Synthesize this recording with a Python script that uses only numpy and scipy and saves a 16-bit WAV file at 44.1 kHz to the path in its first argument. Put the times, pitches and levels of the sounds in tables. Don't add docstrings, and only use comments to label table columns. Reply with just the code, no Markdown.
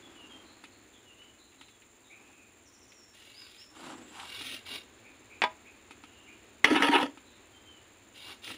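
import sys
import numpy as np
from scipy import signal
from scipy.io import wavfile
from scipy.ndimage import map_coordinates

SR = 44100
rng = np.random.default_rng(int(sys.argv[2]) if len(sys.argv) > 2 else 0)


def generate_wav(signal):
    frames = np.transpose(np.atleast_2d(signal))
    scaled = np.clip(frames, -1, 1) * 32767
    pcm = np.round(scaled).astype(np.int16)
    wavfile.write(sys.argv[1], SR, pcm)


N = 377937
TIME = np.arange(N) / SR


def gain_of(db):
    return 10 ** (np.asarray(db) / 20)


def evened(x):
    return x / np.sqrt(np.mean(x ** 2) + 1e-20)


def peaked(x):
    return x / abs(x).max()


def add(mix, start_s, sound):
    part = mix[round(start_s * SR):][:len(sound)]
    part += sound[:len(part)]


def through(x, response):
    return signal.oaconvolve(x, response)[:len(x)]


def click(points, size=4096):
    hz, db = np.transpose(points)
    f = abs(np.fft.fftfreq(size, 1 / SR))
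    level_db = np.interp(np.log(f + 1), np.log(hz), db)
    log_gain = np.log(gain_of(level_db))
    spectrum = np.exp(signal.hilbert(log_gain).conj())
    return np.fft.ifft(spectrum).real[:size // 2]


def ring(peaks, softness_hz=5500):
    t = TIME[:SR // 4]
    modes = np.zeros(len(t))
    for hz, width_hz, db in peaks:
        decay = np.exp(-np.pi * width_hz * t)
        modes += gain_of(db) * width_hz * decay * np.cos(2 * np.pi * hz * t)
    soft = signal.butter(3, min(softness_hz, SR / 4), fs=SR, output="sos")
    return signal.sosfilt(soft, modes)


def crack(points, t60_s, rattle, rim_hz=2300, rim_share=0.33):
    t = TIME[:SR // 5]
    blow = rng.standard_normal(len(t)) * gain_of(-60 * t / t60_s)
    blow *= rattle / np.linalg.norm(blow)
    rim = np.exp(-t / .0016) * np.sin(2 * np.pi * rim_hz * t)
    blow += rim_share * rim / np.linalg.norm(rim)
    blow[0] += .55
    return peaked(through(blow, click(points)))


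def wander(per_s):
    knots = rng.standard_normal(4096)
    return evened(map_coordinates(knots, [TIME * per_s], order=3, mode="wrap"))


def grains(per_s, spread_db):
    sizes = gain_of(spread_db * np.minimum(rng.exponential(1, N), 4))
    signs = rng.choice([-1, 1], N)
    falls = rng.random(N) < per_s / SR
    return evened(sizes * signs * falls)


def echoes(x, t60_s):
    t = TIME[:SR]
    falls = (rng.random(SR) < 2000 / SR) * (t > .006)
    taps = rng.standard_normal(SR) * falls * gain_of(-60 * t / t60_s)
    taps = signal.lfilter([1], [1, -.4], taps)
    return through(x, taps / np.linalg.norm(taps))


def resonate(x, hz, width_hz):
    turn = np.exp(2j * np.pi * np.cumsum(hz) / SR)
    r = np.exp(-np.pi * width_hz / SR)
    base = signal.lfilter([1 - r], [1, -r], x / turn + 1e-18)
    return 2 * (turn * base).real


def travelling(x, per_s, t60_s, count=4):
    t, out = TIME[:SR // 10], np.zeros(N)
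    for k in range(count):
        modes = rng.standard_normal(len(t)) * gain_of(-60 * t / t60_s)
        distance = abs((TIME * per_s + k) % count - count / 2)
        nearness = np.cos(np.pi / 2 * np.minimum(distance, 1))
        out += nearness * evened(through(x, modes))
    return evened(out)


def low_cut(x, hz):
    return signal.sosfilt(signal.butter(5, hz, "high", fs=SR, output="sos"), x)


BITE_CURVE = 1.6


def push(start_s, length_s, db, swell_db, attack_s, t60_s):
    t = np.maximum(TIME - start_s, 0)
    still_to_rise = np.maximum(1 - t / length_s, 0) ** BITE_CURVE
    release_db = 60 * np.maximum(t - length_s, 0) / t60_s
    return np.minimum(t / attack_s, 1) * gain_of(db - swell_db * still_to_rise - release_db)


def bell(middle_s, half_length_s):
    return np.exp(-((TIME - middle_s) / half_length_s) ** 2)


# f/Hz, level/dB
YARD_SPECTRUM = [(15, -46), (25, -18.5), (75, -1.5), (115, -1.5), (155, -17.5), (218, -2), (344, -0.5),
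                 (518, -7.5), (567, -8.5), (1290, -11), (2380, -10.5), (2550, -9.5), (3210, -15),
                 (3850, -14.5), (5800, -30.5), (7540, -67), (12800, -120)]
# t/s, level/dB
YARD_LEVEL = [(0, -60), (1.7, -65), (3.6, -65), (4.2, -60), (8.57, -61.5)]


def yard(air_db=2.5):
    air = evened(through(rng.standard_normal(N), click(YARD_SPECTRUM, size=16384)))
    level_db = np.interp(TIME, *np.transpose(YARD_LEVEL))
    swell_db = .4 * wander(7)
    return air * gain_of(air_db + level_db + swell_db)


# f/Hz, level/dB
INSECT_SPECTRUM = [(5800, -21.5), (6550, -7), (7000, -4), (7400, -1), (7800, -19.5), (8400, -18.5),
                   (9100, -12), (10300, -20.5), (11500, -33.5), (12600, -31), (14600, -18.5), (15600, -18)]


def insects(insect_db=-65, pulses_per_s=77.8):
    turns = pulses_per_s * TIME + .1 * wander(3)
    throb = 1 + .24 * np.sin(2 * np.pi * turns) + .2 * np.sin(np.pi * turns / 2)
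    hiss = evened(through(rng.standard_normal(N), click(INSECT_SPECTRUM)))
    return gain_of(insect_db) * throb * hiss


def note(length, hz, glide, db, arch, flutter):
    u = np.linspace(-1, 1, round(length * SR))
    knots = rng.standard_normal(512)
    shake = evened(map_coordinates(knots, [TIME[:len(u)] * 600], order=3, mode="wrap"))
    pitch_hz = hz * (1 + glide * u / 2 - arch * u ** 2) * (1 + flutter * shake)
    envelope = np.sqrt(2 * (1 - u ** 2))
    return gain_of(db) * envelope * np.sin(2 * np.pi * np.cumsum(pitch_hz) / SR)


# t/s, length/s, f/Hz, glide [share of f], arch [share of f], level/dB
WHISTLE_NOTES = [(.023, 0.061, 3380, -0.046, -0.011, -57), (0.151, .13, 2860, -0.11, 0.014, -56),
                 (.294, 0.062, 3150, -.05, -0.034, -54.5), (1.052, 0.087, 2830, -0.11, 0.0035, -59),
                 (1.183, 0.078, 2960, 0.026, -0.0056, -55), (1.69, 0.091, 3440, -.04, 0.0089, -68),
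                 (2.927, 0.17, 5490, -.06, -.04, -61), (3.335, .12, 5065, -0.0089, 0.15, -55),
                 (3.575, .068, 5370, 0.106, 0.046, -53.5), (7.53, 0.044, 3120, -0.031, -.02, -61),
                 (7.639, 0.16, 3050, -0.084, 0.015, -60)]
# t/s, length/s, f/Hz, level/dB
BUZZ_NOTES = [(.434, .12, 4120, -63), (0.704, 0.077, 4200, -66), (.929, .045, 3440, -60.5),
              (1.379, 0.078, 3980, -62), (1.582, .07, 3960, -60.5), (2.036, 0.067, 3700, -64),
              (2.181, .32, 2550, -64), (6.05, 0.31, 2840, -63.5), (7.233, 0.15, 3860, -66)]
# t/s, level/dB
CHIP_TIMES = [(2.099, -52.5), (5.04, -55.5), (5.298, -54), (5.653, -53.5), (6.269, -53.5)]
CHIP_SHAPE = dict(length=0.0476, hz=2430, glide=0.092, arch=0.032, flutter=0.045)
# t/s, length/s, notes per s, f/Hz, glide [share of f], level/dB
TRILL_RUNS = [(2.654, .26, 13.4, 5710, -.14, -61), (3.765, .53, 16, 7570, 0.028, -60)]
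WHISTLE_FLUTTER, BUZZ_GLIDE, BUZZ_FLUTTER = 0.015, -0.0403, 0.0436
TRILL_NOTE_S, TRILL_ARCH, TRILL_FLUTTER = 0.04, 0.031, 0.028


def birds(direct=0.75, echo=0.61, t60_s=0.44):
    out = np.zeros(N)
    for s, length_s, hz, glide, arch, db in WHISTLE_NOTES:
        add(out, s, note(length_s, hz, glide, db, arch, WHISTLE_FLUTTER))
    for s, length_s, hz, db in BUZZ_NOTES:
        add(out, s, note(length_s, hz, BUZZ_GLIDE, db, 0, BUZZ_FLUTTER))
    for s, db in CHIP_TIMES:
        add(out, s, note(db=db, **CHIP_SHAPE))
    for start_s, length_s, per_s, hz, glide, db in TRILL_RUNS:
        for s in np.arange(start_s, start_s + length_s, 1 / per_s):
            add(out, s, note(TRILL_NOTE_S, hz, glide, db, TRILL_ARCH, TRILL_FLUTTER))
    return direct * out + echo * echoes(out, t60_s)


# t/s, length/s, grit end level/dB, swell up to it/dB, wall drone level/dB, favoured f/Hz
SLIDE_JERKS = [(6.641, 0.039, -29.5, -7.5, -26.5, 2140), (6.691, 0.077, -25.5, 6, -20.5, 1290),
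               (6.791, 0.018, -31, 5, -23, 1400), (6.817, 0.1, -30.5, -10, -38, 1810),
               (6.921, 0.034, -22, 4, -29, 1295), (6.974, 0.051, -31.5, -5.5, -25, 950)]
SLIDE_ATTACK_S, SLIDE_T60_S, DRONE_T60_S = 0.018, .15, 0.23
SCRAPE_SAG_OCT_PER_S = 1.9


def sliding():
    friction, wall, pitch_hz = np.zeros(N), np.zeros(N), np.zeros(N)
    for s, length_s, db, swell_db, drone_db, hz in SLIDE_JERKS:
        friction += push(s, length_s, db, swell_db, SLIDE_ATTACK_S, SLIDE_T60_S)
        wall += push(s, length_s, drone_db, 0, SLIDE_ATTACK_S, DRONE_T60_S)
        sinking_hz = hz * 2 ** (-SCRAPE_SAG_OCT_PER_S * np.maximum(TIME - s, 0))
        pitch_hz = np.where(TIME < s, pitch_hz, sinking_hz)
    return friction, wall, pitch_hz


# f/Hz, level/dB
GRIT_SPECTRUM = [(200, -28), (350, 7), (540, -7), (900, 0.5), (1050, -7), (1350, -5.5), (2200, -8),
                 (3100, -6), (4200, -15.5), (7500, -40), (9500, -19.5), (12400, -42.5), (15300, -36.5)]
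# f/Hz, width/Hz, level/dB
SHELL_MODES = [(938, 14, 12.5), (1285, 60, 7.5), (1704, 66, 0.5), (2167, 26, 1), (2710, 20, -22),
               (3040, 66, -23.5), (4430, 39, -28.5)]
# f/Hz, width/Hz, level/dB
WALL_MODES = [(274, 24, -10), (287.4, 22.3, 19), (371, 54, -23)]
# t/s, crack level/dB, wall boom level/dB
BUCKET_JOLTS = [(6.6445, -3.5, -48), (6.654, -17.5, -33), (6.7025, -28, -21), (6.7115, -34, -12),
                (6.714, -38, -9.5), (6.747, -22, -17), (6.756, -25, -27), (6.8236, -10.5, -38),
                (6.835, -27, -31), (6.889, -23, -13), (6.927, -23, -43), (6.954, -26, -33)]
# f/Hz, level/dB
JOLT_SPECTRUM = [(150, -9), (260, -5.5), (600, -12), (900, -9.5), (1400, -11), (2200, -1.5), (2700, -5.5),
                 (3280, -4.5), (3900, -18), (6000, -21), (7700, -31), (9600, -31.5), (12500, -49.5),
                 (15500, -32.5)]


def bucket(grit_db=-3, shell_db=-6, scrape_db=-7, drone_db=-4, lowest_hz=245, thud_db=-12):
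    slips = grains(3000, 3) * np.exp(.25 * wander(160))
    shaking = travelling(slips, per_s=22, t60_s=.018)
    grit = evened(through(shaking, click(GRIT_SPECTRUM)))
    friction, wall, pitch_hz = sliding()
    scrape = evened(resonate(grit, pitch_hz, width_hz=360))
    shell = evened(through(slips, ring(SHELL_MODES)))
    drone = evened(through(slips, ring(WALL_MODES)))
    rough = gain_of(grit_db) * grit + gain_of(shell_db) * shell + gain_of(scrape_db) * scrape
    out = friction * rough + wall * gain_of(drone_db) * drone
    soft_push = signal.windows.hann(SR // 400)
    boom = peaked(through(ring(WALL_MODES), soft_push))
    for s, crack_db, boom_db in BUCKET_JOLTS:
        add(out, s, gain_of(crack_db) * crack(JOLT_SPECTRUM, t60_s=0.06, rattle=0.85, rim_hz=2025))
        add(out, s, gain_of(boom_db) * boom)
    return low_cut(out, lowest_hz) + gain_of(thud_db) * out


# t/s, crack level/dB, ring level/dB
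SAW_CLACKS = [(5.419, -9, -31), (5.437, -18, -27), (5.4394, -15.5, -13.5)]
# f/Hz, level/dB
CLACK_SPECTRUM = [(130, -21), (250, -3), (500, -14), (800, 3), (1100, -6), (1500, -1.5), (2200, 1.5),
                  (3400, -7.5), (4000, -15), (4900, -15), (6100, -27), (10000, -35), (12600, -54),
                  (15000, -43)]
# f/Hz, level/dB, t60/s
HANDLE_MODES = [(637, -7, 0.17), (841, -5.5, 0.19), (946, 1.5, 0.089), (994, 4.5, 0.12), (1240, -6.5, 0.12),
                (1603, -6.5, 0.1), (1980, -15, 0.096), (2160, -15, .1), (3460, 0.5, 0.051),
                (4480, -14, 0.053)]


def saw_put_down(lowest_hz=185):
    out, t = np.zeros(N), TIME[:SR // 3]
    modes = np.zeros(len(t))
    for hz, db, t60_s in HANDLE_MODES:
        modes += gain_of(db - 60 * t / t60_s) * np.sin(2 * np.pi * hz * t)
    modes = peaked(modes)
    for s, crack_db, ring_db in SAW_CLACKS:
        clack = crack(CLACK_SPECTRUM, t60_s=0.081, rattle=0.94, rim_hz=2400, rim_share=0.16)
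        add(out, s, gain_of(crack_db) * clack)
        add(out, s, gain_of(ring_db) * modes)
    return low_cut(out, lowest_hz)


# t/s, peak level/dB, dull knock relative to that peak/dB
SNAPS = [(0.639, -36, 0.5), (1.612, -39, 0.5), (1.684, -45, -5), (1.82, -47, -12), (2.919, -43.5, -25),
         (4.198, -33, -15), (4.41, -31.5, 0), (4.666, -40.5, 1), (5.909, -38.5, 5), (6.038, -40.5, 7),
         (7.174, -45, 10), (8.477, -29.5, -6.5), (8.503, -35.5, 4)]
# f/Hz, level/dB
TICK_SPECTRUM = [(200, -38), (900, -13), (2500, 10.5), (4000, -0.5), (6000, -14), (10000, -9.5),
                 (15000, -44.5)]
# f/Hz, width/Hz, level/dB
KNOCK_MODES = [(121, 13, -4.5), (283, 30, 7.5), (890, 110, 1), (1280, 55, 2)]
# earliest t/s, latest t/s
FIDGET_SPAN_S = (1.2, 1.65)
FIDGET_DB, FIDGET_SPREAD_DB = -50, 1.5


def ticks(tick_db=-2, faint_knock_db=-12, count=4):
    out, knock = np.zeros(N), peaked(ring(KNOCK_MODES))
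    snaps = list(SNAPS)
    for _ in range(count):
        s = rng.uniform(*FIDGET_SPAN_S)
        snaps.append((s, FIDGET_DB + FIDGET_SPREAD_DB * rng.standard_normal(), faint_knock_db))
    for s, db, knock_db in snaps:
        add(out, s, gain_of(db) * crack(TICK_SPECTRUM, t60_s=0.1, rattle=6.5, rim_hz=2930))
        add(out, s, gain_of(db + knock_db) * knock)
    return gain_of(tick_db) * out


# middle t/s, half length/s, rub level/dB, boom level/dB
STEM_RUBS = [(.25, 0.41, -66.5, -58.5), (2.252, 0.19, -71, -63.5), (3.873, 0.11, -53, -48.5),
             (4.025, 0.16, -82, -57.5), (4.204, 0.064, -51.5, -70), (8.306, 0.056, -61, -61),
             (8.512, 0.041, -59.5, -49)]
# f/Hz, level/dB
RUB_SPECTRUM = [(260, -45), (450, -31), (789, 6.5), (1330, 2.5), (2090, -8), (2810, -5.5), (4490, -15),
                (9750, -17.5), (11000, -20), (14300, -72), (22000, -120)]
# f/Hz, width/Hz, level/dB
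CRATE_MODES = [(262, 35, 2), (312, 30, 4), (470, 64, -14.5)]


def rubbing(rub_db=5.0, boom_db=-1):
    slips = grains(6000, 2.5) * np.exp(0.23 * wander(70))
    rub_gain = sum(gain_of(db) * bell(s, half_s) for s, half_s, db, _ in STEM_RUBS)
    boom_gain = sum(gain_of(db) * bell(s, half_s) for s, half_s, _, db in STEM_RUBS)
    rub = rub_gain * evened(through(slips, click(RUB_SPECTRUM)))
    boom = boom_gain * evened(through(slips, ring(CRATE_MODES)))
    return gain_of(rub_db) * rub + gain_of(boom_db) * boom


# t/s, length/s, rasp level at full bite/dB, swell up to it/dB
SAW_STROKES = [(3.13, .5, -57.5, 0), (3.737, 0.15, -56.5, 7), (4.047, 0.5, -39, 26.5),
               (4.65, 0.11, -39.5, 10), (8.14, .175, -47, 8), (8.418, .1, -40, 11.5)]
# f/Hz, level/dB
RASP_SPECTRUM = [(45, -45), (105, 8.5), (167, -23), (260, 2.5), (520, -11.5), (700, -13.5), (1700, -10.5),
                 (2800, -0.5), (3760, -9.5), (6100, -16), (8000, -22.5), (9400, -13), (12400, -28),
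                 (15300, -20)]
# f/Hz, width/Hz, level/dB
BLADE_MODES = [(2282, 32, 2), (2830, 35, 6), (3160, 42, 1.5), (3450, 28, 4), (3735, 45, 5.5),
               (4000, 120, 0), (4400, 47, -5.5), (4770, 62, -3.5), (5340, 110, -6.5)]
STROKE_ATTACK_S, STROKE_T60_S = .018, .2


def saw(teeth_per_s=130, tear_db=-5, plate_db=-4.0, blade_db=-3.5, blade_follows=0.91,
        stem_hz=420, stem_follows=1.3):
    force = sum(push(*stroke, STROKE_ATTACK_S, STROKE_T60_S) for stroke in SAW_STROKES)
    effort = force / force.max()
    speed = effort ** 0.32 * np.exp(.25 * wander(45))
    tooth_phase = np.cumsum(teeth_per_s * speed) / SR % 1
    tooth_bite = .5 + .5 * np.exp(-tooth_phase / .4)
    chatter = np.exp(.19 * np.sin(2 * np.pi * 41 * TIME) + .13 * wander(110))
    fibres = grains(5000, 2.5) * tooth_bite * chatter
    tear = evened(through(fibres, click(RASP_SPECTRUM)))
    stem = signal.sosfiltfilt(signal.butter(2, stem_hz, fs=SR, output="sos"), tear)
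    bright = tear - stem
    plate = travelling(bright, per_s=9, t60_s=.035)
    tear = bright + effort ** stem_follows * stem
    blade = evened(through(fibres, ring(BLADE_MODES)))
    ringing = gain_of(plate_db) * plate + gain_of(blade_db) * blade
    return force.max() * (effort * gain_of(tear_db) * tear + effort ** blade_follows * ringing)


def scene(wall_db=-20):
    near = bucket() + saw_put_down() + ticks() + rubbing() + saw()
    slap = gain_of(wall_db) * echoes(near, t60_s=0.23)
    return (yard() + insects() + birds() + slap + near)[None]


EDGE_HZ = 15600


def record(dry):
    low_pass = signal.firwin(511, EDGE_HZ, window=("kaiser", 9), fs=SR)
    return signal.oaconvolve(dry, low_pass[None], "same")


dry = scene()
out = record(dry)
generate_wav(out)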